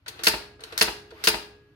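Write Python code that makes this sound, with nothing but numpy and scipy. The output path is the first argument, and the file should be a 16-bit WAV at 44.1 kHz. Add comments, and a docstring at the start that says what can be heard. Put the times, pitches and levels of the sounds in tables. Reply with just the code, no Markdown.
"""Electronic typewriter printing three letters

A machine on a desk in a small hard room, close to a phone: keys click, the print wheel whirrs round, the hammer
is launched with a rattle, strikes and knocks back, and the carriage settles with a short low note.
Contacts are random impulses through fixed spectra; the case and frame are decaying sines, the desk brief thumps.
Diffuse noise tails make the room's reverberation, over a low hum."""
import sys
import numpy as np
from scipy import signal
from scipy.fft import rfft, irfft, next_fast_len
from scipy.io import wavfile
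from scipy.ndimage import uniform_filter1d

SR = 44100
rng = np.random.default_rng(int(sys.argv[2]) if len(sys.argv) > 2 else 0)


def elevation(decibels):
    """Turn decibel levels (scalar or array-like) into linear amplitude ratios."""
    levels = np.asarray(decibels, float)
    return 10 ** (levels / 20)


def wrap_up_sound(samples):
    """Save the sound to the file named by the first command line argument, as 16-bit audio."""
    columns = np.atleast_2d(samples).T
    # keep every value between -1 and 1, then stretch to whole-number steps
    tamed = np.clip(columns, -1, 1)
    steps = np.round(tamed * 32767).astype(np.int16)
    wavfile.write(sys.argv[1], SR, steps)


N = 77175

# Print cycles. Each row: launch and strike in seconds, strength in dB, level of the lowest frame tone in dB.
PRINTS = [(0.2348, 0.2689, -2.5, -42), (0.7774, 0.8114, -2.5, -40.5), (1.2388, 1.2722, -2.5, -42)]
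# Key and latch clicks. Each row: start in seconds, level in dB, brightness in dB per octave,
# decay t60 in seconds, level of the case ring in dB.
CLICKS = [(0.061, -39.5, -2.5, 0.093, -77), (0.08, -29.5, 7.5, 0.064, -44.5),
          (0.191, -37.5, -1, 0.098, -41.5), (0.593, -44.5, -6.5, 0.046, -55),
          (0.605, -44, 4.5, 0.055, -46.5), (0.616, -50.5, -7, 0.06, -54.5), (0.636, -32.5, 5, 0.053, -43.5),
          (0.723, -36.5, 0, 0.084, -38), (0.729, -58.5, 2, 0.041, -47), (1.105, -47, 1, 0.068, -51.5),
          (1.112, -47, -3, 0.05, -60), (1.12, -55.5, -8.5, 0.034, -38)]
# The strike and its bounces. Each row: seconds after the strike, level in dB, decay t60 in seconds.
BLOWS = [(0., -2, 0.0048), (.0025, -6.5, 0.027), (.0105, -13.5, 0.067), (0.021, -27, 0.038)]
# The dull knock of the hammer's return. Each row: seconds after the strike, level in dB, decay t60 in seconds.
KNOCKS = [(0.063, -20, 0.082)]


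def evened(x):
    """Normalises a signal to unit root-mean-square value."""
    return x / np.sqrt(np.mean(x ** 2) + 1e-20)


def read(points, hz):
    """Interpolates a spectrum on a logarithmic frequency axis, as pitch is heard."""
    f, value = np.transpose(points)
    return np.interp(np.log(hz + 1), np.log(f + 1), value)


def add(mix, s, sound):
    """Superposes a sound on the mix from time s in seconds, by linear addition."""
    part = mix[round(s * SR):][:len(sound)]
    part += sound[:len(part)]


def colour(points, tilt_db=0., size=2048):
    """Minimum-phase filter of unit energy: the Hilbert transform of the log spectrum gives its phase."""
    hz = abs(np.fft.fftfreq(size, 1 / SR))
    tilt = tilt_db * np.log2((hz + 100) / 2000)
    log = np.log(elevation(np.maximum(read(points, hz) + tilt, -100)))
    taps = np.fft.ifft(np.exp(np.conj(signal.hilbert(log)))).real[:size // 2]
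    return taps / np.linalg.norm(taps)


def modes(table, size=12000, sag=0.):
    """Modal superposition: exponentially dying sines that start sharp by the share sag and settle."""
    t = np.arange(size) / SR
    settle_s = .011
    bent = t + sag * settle_s * (1 - np.exp(-t / settle_s))
    return sum(elevation(db - 60 * t / t60) * np.sin(2 * np.pi * hz * bent) for hz, db, t60 in table)


def grit(size, spread_db):
    """Dense tiny contacts: Gaussian noise of uneven, exponentially distributed size in dB."""
    unevenness = np.minimum(rng.exponential(1, size), 5)
    return evened(rng.standard_normal(size) * elevation(spread_db * unevenness))


def burst(drive, db, t60, rise_s):
    """Impact envelope: a linear rise times an exponential decay."""
    t = np.arange(len(drive)) / SR
    return drive * np.minimum(t / rise_s, 1) * elevation(db - 60 * t / t60)


def tone(hz):
    """One second of a pure tone, simple harmonic motion of unit amplitude."""
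    return np.sin(2 * np.pi * hz * np.arange(SR) / SR)


def noise_pair(frames, size):
    """Partial coherence: random short-time spectra for two microphones, alike in the bass."""
    # Each row: frequency in Hz, left-right likeness from 0 to 1.
    likeness = [(200, 0.97), (450, 0.87), (900, 0)]
    hz = np.fft.rfftfreq(size, 1 / SR)
    a, b, c, d = rng.standard_normal((frames, len(hz), 4)).T
    same = read(likeness, hz)[:, None]
    left = a + 1j * b
    right = same * left + np.sqrt(1 - same ** 2) * (c + 1j * d)
    return hz, np.array([left, right])


def hum():
    """Stationary coloured noise, the low rumble of room and desk, swelling while the machine works."""
    # Each row: frequency in Hz, relative level in dB.
    spectrum = [(25, -43), (60, 2.5), (90, -2), (130, -3.5), (200, -24.5), (300, -5.5), (380, -31.5),
                (2000, -32), (14000, -60.5)]
    # Each row: time in seconds, change of level in dB.
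    swell = [(.05, -5), (0.102, 2), (1.621, 0), (1.721, -2.5)]
    hz, z = noise_pair(N // 512 + 5, size=2048)
    rumble = signal.istft(z * elevation(read(spectrum, hz))[:, None], nperseg=2048, noverlap=1536)[1][:, :N]
    swell_db = np.interp(np.arange(N) / SR, *np.transpose(swell))
    return elevation(-58 + swell_db) * evened(rumble)


def whirr():
    """Source and filter: the turning print wheel motor as dense contacts of varying level."""
    # Each row: time in seconds, level in dB.
    course = [(0.056, -74), (0.076, -50.5), (0.151, -52.5), (.2, -48.5), (0.234, -46.5), (.3, -92),
              (.585, -84.5), (.61, -53.5), (.7, -50), (0.773, -46), (.84, -82), (1.101, -64),
              (1.129, -57.5), (1.2, -50.5), (1.236, -46), (1.3, -70.5)]
    # Each row: frequency in Hz, relative level in dB.
    spectrum = [(150, -15.5), (297, -1.5), (406, -2.5), (1140, -3), (1660, -4.5), (4160, -10), (7620, -28),
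                (13200, -29.5), (16000, -55)]
    level_db = np.interp(np.arange(N) / SR, *np.transpose(course))
    return signal.oaconvolve(elevation(level_db) * grit(N, 1.5), colour(spectrum))[:N]


def click(db, tilt_db, t60):
    """Brief contact noise of a key or latch through a fixed spectrum, tilted by its brightness."""
    # Each row: frequency in Hz, relative level in dB.
    spectrum = [(150, -29), (457, -6.5), (1290, 5.5), (1790, 9.5), (2220, 0.5), (3900, 5.5), (4350, 6),
                (4850, -1.5), (7180, -11), (9260, -12), (16000, -40)]
    contact = burst(grit(SR // 2, 0.67), db, t60, rise_s=0.0016)
    return signal.oaconvolve(contact, colour(spectrum, tilt_db))


def case(db, tilt_db=0.):
    """Modal excitation: a soft-edged blow rings the plastic case, landing a little differently each time."""
    # Each row: frequency in Hz, level in dB before the blow's own level, tilt and scatter, decay t60 in seconds.
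    case_modes = [(336.1, -12.5, 0.34), (427.1, -0.5, 0.17), (621.7, -10, 0.16), (738, -24.5, 0.3),
                  (893.7, -10.5, 0.19), (920, -16, 0.27)]
    pivot_hz = case_modes[1][0]
    struck = []
    for hz, level_db, t60 in case_modes:
        scatter_db = 2 * rng.standard_normal()
        struck.append((hz, db + level_db + scatter_db + tilt_db * np.log2(hz / pivot_hz), t60))
    ring = modes(struck, sag=.13)
    return ring * np.minimum(np.arange(len(ring)) / SR / .004, 1)


def rattle(drive):
    """Resonance under repeated impacts: loose metal chatters in uneven clumps while the hammer flies."""
    # Each row: frequency in Hz, damping in Hz (t60 is 0.24 over it), level in dB before differentiation.
    peaks = [(4550, 250, 0)]
    # Each row: frequency in Hz, relative level in dB.
    spectrum = [(150, -33.5), (414, -1), (790, -7.5), (2220, 3), (2500, -7), (4490, 2.5), (7470, -9),
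                (11900, -4), (16000, -34)]
    full_s, fade_s, level_db, sag_db = .03, .003, -26, -12.5
    t = np.arange(len(drive)) / SR
    gate = np.clip(t / 0.00052, 0, 1) * np.clip((full_s - t) / fade_s + 1, 0, 1)
    gate *= elevation(level_db + sag_db * t / full_s)
    clumps = evened(uniform_filter1d(rng.standard_normal(len(t)), round(.0012 * SR)))
    gate *= elevation(4 * clumps)  # 4 dB rms of unevenness
    metal = np.gradient(modes([(hz, db, 0.24 / damping) for hz, damping, db in peaks], size=1024))
    return signal.oaconvolve(gate * drive, colour(spectrum) + metal / np.linalg.norm(metal))


def strike_blows(drive):
    """Impact excitation of resonators: the strike and its bounces ring hammer and wheel."""
    # Each row: frequency in Hz, relative level in dB.
    spectrum = [(150, -11.5), (400, -8), (800, -8), (1300, -2), (1700, 0.5), (2500, -3.5), (4000, 2.5),
                (6000, -8), (9300, -14.5), (16000, -31.5)]
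    # Each row: frequency in Hz, relative level in dB before differentiation, decay t60 in seconds.
    hammer_modes = [(2450, -5, .012), (2780, -2, .014), (4200, 0, .012), (4800, -1, .012)]
    blows = np.zeros(drive.shape[1])
    for row, (s, db, t60) in zip(drive[1:], BLOWS):
        add(blows, s, burst(row, db, t60, rise_s=0.00017))
    hammer = np.gradient(modes(hammer_modes, size=1024))
    return signal.oaconvolve(blows, colour(spectrum) + .5 * hammer / np.linalg.norm(hammer))


def jingle(drive):
    """High-passed contact noise with exponential decay: a bright jingle just after the strike."""
    # Each row: frequency in Hz, relative level in dB.
    spectrum = [(6000, -34), (8500, 13), (10200, 14.5), (13000, 0.5), (16000, -15)]
    contact = np.zeros(len(drive))
    add(contact, .01, burst(drive, db=-17, t60=0.061, rise_s=0.0026))
    return signal.oaconvolve(contact, colour(spectrum))


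def return_knocks(drive):
    """Soft impact: the slow rise and low spectrum make the hammer's return dull."""
    # Each row: frequency in Hz, relative level in dB.
    spectrum = [(150, -9.5), (400, -5), (900, -2), (1600, -10.5), (2600, -8.5), (8000, -47.5)]
    knocks = np.zeros(drive.shape[1])
    for row, (s, db, t60) in zip(drive[::-1], KNOCKS):
        add(knocks, s, burst(row, db, t60, rise_s=0.007))
    return signal.oaconvolve(knocks, colour(spectrum))


def desk_thumps(out, strike):
    """Low resonance of a heavy body: the desk answers with short deep tones."""
    # Each row: seconds after the strike, level in dB, frequency in Hz.
    thumps = [(.014, -31, 70.2), (0.062, -29.5, 55.8), (0.104, -38.5, 58)]
    for s, db, hz in thumps:
        add(out, strike + s, burst(tone(hz), db, t60=0.13, rise_s=0.016))


def frame_ring(ring_db):
    """Weakly damped harmonics with amplitude modulation: a part of the frame sings on, wavering."""
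    # Upper tones. Each row: multiple of the lowest tone's frequency, level in dB.
    upper = [(3, -61.), (4, -51.)]
    t, out = np.arange(SR) / SR, np.zeros(SR)
    for times, db in [(1, ring_db)] + upper:
        waver_hz = rng.uniform(16.59, 69.3)
        waver = 1 + .4 / times * np.sin(2 * np.pi * (waver_hz * t + rng.random()))
        out += burst(waver * tone(round(times) * 414.5), db, t60=1.3, rise_s=0.014)
    return out


def carriage_step():
    """Damped oscillation: the carriage settles with a short low note."""
    return burst(tone(286), db=-53.5, t60=0.6, rise_s=0.02)


def motor_whine(out):
    """Frequency sweep by phase integration: a faint whine as the wheel motor speeds up."""
    # In order: start and end in seconds, first and last frequency in Hz, level in dB.
    start, end, from_hz, to_hz, db = (1.14, 1.235, 950, 1450, -57)
    hz = np.linspace(from_hz, to_hz, round((end - start) * SR))
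    swell = np.hanning(len(hz)) ** .5
    add(out, start, elevation(db) * swell * np.sin(2 * np.pi * np.cumsum(hz) / SR))


def contacts():
    """Superposed impact noise: wheel motor, key clicks, rattles and strikes that partly repeat."""
    share = 0.76  # amplitude weight of the contacts common to all cycles
    rows = (1 + len(BLOWS) + len(KNOCKS), SR // 2)
    out = whirr()
    for s, db, tilt_db, t60, _ in CLICKS:
        add(out, s, click(db, tilt_db, t60))
    same = grit(rows, 2.3)
    for launch, strike, db, _ in PRINTS:
        drive = elevation(db) * (share * same + np.sqrt(1 - share ** 2) * grit(rows, 3.3))
        add(out, launch, rattle(drive[0]))
        add(out, strike, strike_blows(drive) + return_knocks(drive) + jingle(drive[0]))
    return out


def rings():
    """Free vibration of case, desk, carriage and motor, with the frame's long ring kept apart."""
    # Launch, strike and return. 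Each row: seconds after the strike, level in dB, brightness in dB per octave.
    case_hits = [(-.034, -42.5, -11), (0., -18, 4), (.066, -34, 9.5)]
    body, frame = np.zeros((2, N))
    for s, *_, case_db in CLICKS:
        add(body, s, case(case_db, tilt_db=-4.5))
    for _, strike, db, ring_db in PRINTS:
        for s, case_db, tilt_db in case_hits:
            add(body, strike + s, case(db + case_db, tilt_db))
        desk_thumps(body, strike)
        add(body, strike + 0.093, carriage_step())
        add(frame, strike + .006, frame_ring(ring_db))
    motor_whine(body)
    return body, frame


def tail(t60_of, gap_s):
    """Diffuse-field decay: two-channel noise, left energy 1, each band dying at its own speed."""
    hz, z = noise_pair(SR // 64, size=256)
    t = np.arange(z.shape[2]) * 64 / SR
    taps = signal.istft(z * elevation(-60 * t / t60_of(hz)[:, None]), nperseg=256, noverlap=192)[1]
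    taps *= np.clip(np.arange(taps.shape[1]) / SR / gap_s, 0, 1)  # fades in over the gap
    return taps / np.linalg.norm(taps[0])


def room(pair):
    """Convolution with an impulse response: quick scatter from near surfaces, then reverberation."""
    # Each row: frequency in Hz, reverberation t60 in seconds.
    reverberation = [(200, 0.62), (530, 0.56), (1400, 0.46), (3700, 0.42), (12000, 0.32)]
    near = elevation(-10) * tail(lambda hz: 0.02 + 0 * hz, gap_s=0.00036)
    far = elevation(-7.5) * tail(lambda hz: read(reverberation, hz), gap_s=0.00087)
    return signal.fftconvolve(pair, near + far, axes=1)[:, :N]


def scene():
    """Two-point reception: the ports face other parts of the machine, with unlike phase and treble."""
    # Each row: frequency in Hz, likeness of the two ports from 0 to 1.
    port_likeness = [(350, 0.95), (700, 0.22), (3000, 0.29), (14000, 0.31)]
    # Each row: frequency in Hz, phase in radians by which the left leads.
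    phase_lead = [(0, 0), (520, -.1), (1980, 3.8), (2500, .8), (3880, 4.3), (5250, -1.9), (6200, .3),
                  (7240, -2.1), (9910, -6.), (11600, -12.4), (16500, -14.6)]
    # Each row: frequency in Hz, left minus right level in dB.
    level_difference = [(60, -1), (200, 2), (380, -2), (700, -5), (1290, 3.5), (2380, 0), (4400, 3),
                        (8120, -2.5), (15000, 26)]
    size = next_fast_len(N + 4096)
    hz = np.fft.rfftfreq(size, 1 / SR)
    same = read(port_likeness, hz)
    front, back = rfft(contacts(), size), rfft(contacts(), size)
    pair = np.array([front, same * front + np.sqrt(1 - same ** 2) * back])
    body, frame = rings()
    lead = np.interp(hz, *np.transpose(phase_lead))
    direct = (pair + rfft(body, size)) * np.array([np.exp(.5j * lead), np.exp(-.5j * lead)])
    reverberant = rfft(room(irfft(pair, size)[:, :N]), size)
    lean = elevation(read(level_difference, hz) / 2)
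    ports = (direct + reverberant) * np.array([lean, 1 / lean])
    return irfft(ports, size)[:, :N] + frame + hum()


def band_limit(x):
    """A steep low-pass at the top of the band."""
    return signal.sosfilt(signal.butter(12, 16970, fs=SR, output="sos"), x)


def record(dry):
    """Band limiting and saturation: the phone's bass cut, a soft overload on the peaks, a treble limit."""
    ceiling = 1.3
    cut = signal.sosfilt(signal.butter(3, 52, "high", fs=SR, output="sos"), dry)
    soft = ceiling * np.tanh(cut / ceiling)
    limited = signal.sosfilt(signal.butter(16, 16000, fs=SR, output="sos"), soft)
    return band_limit(limited)


dry = scene()
out = record(dry)
wrap_up_sound(out)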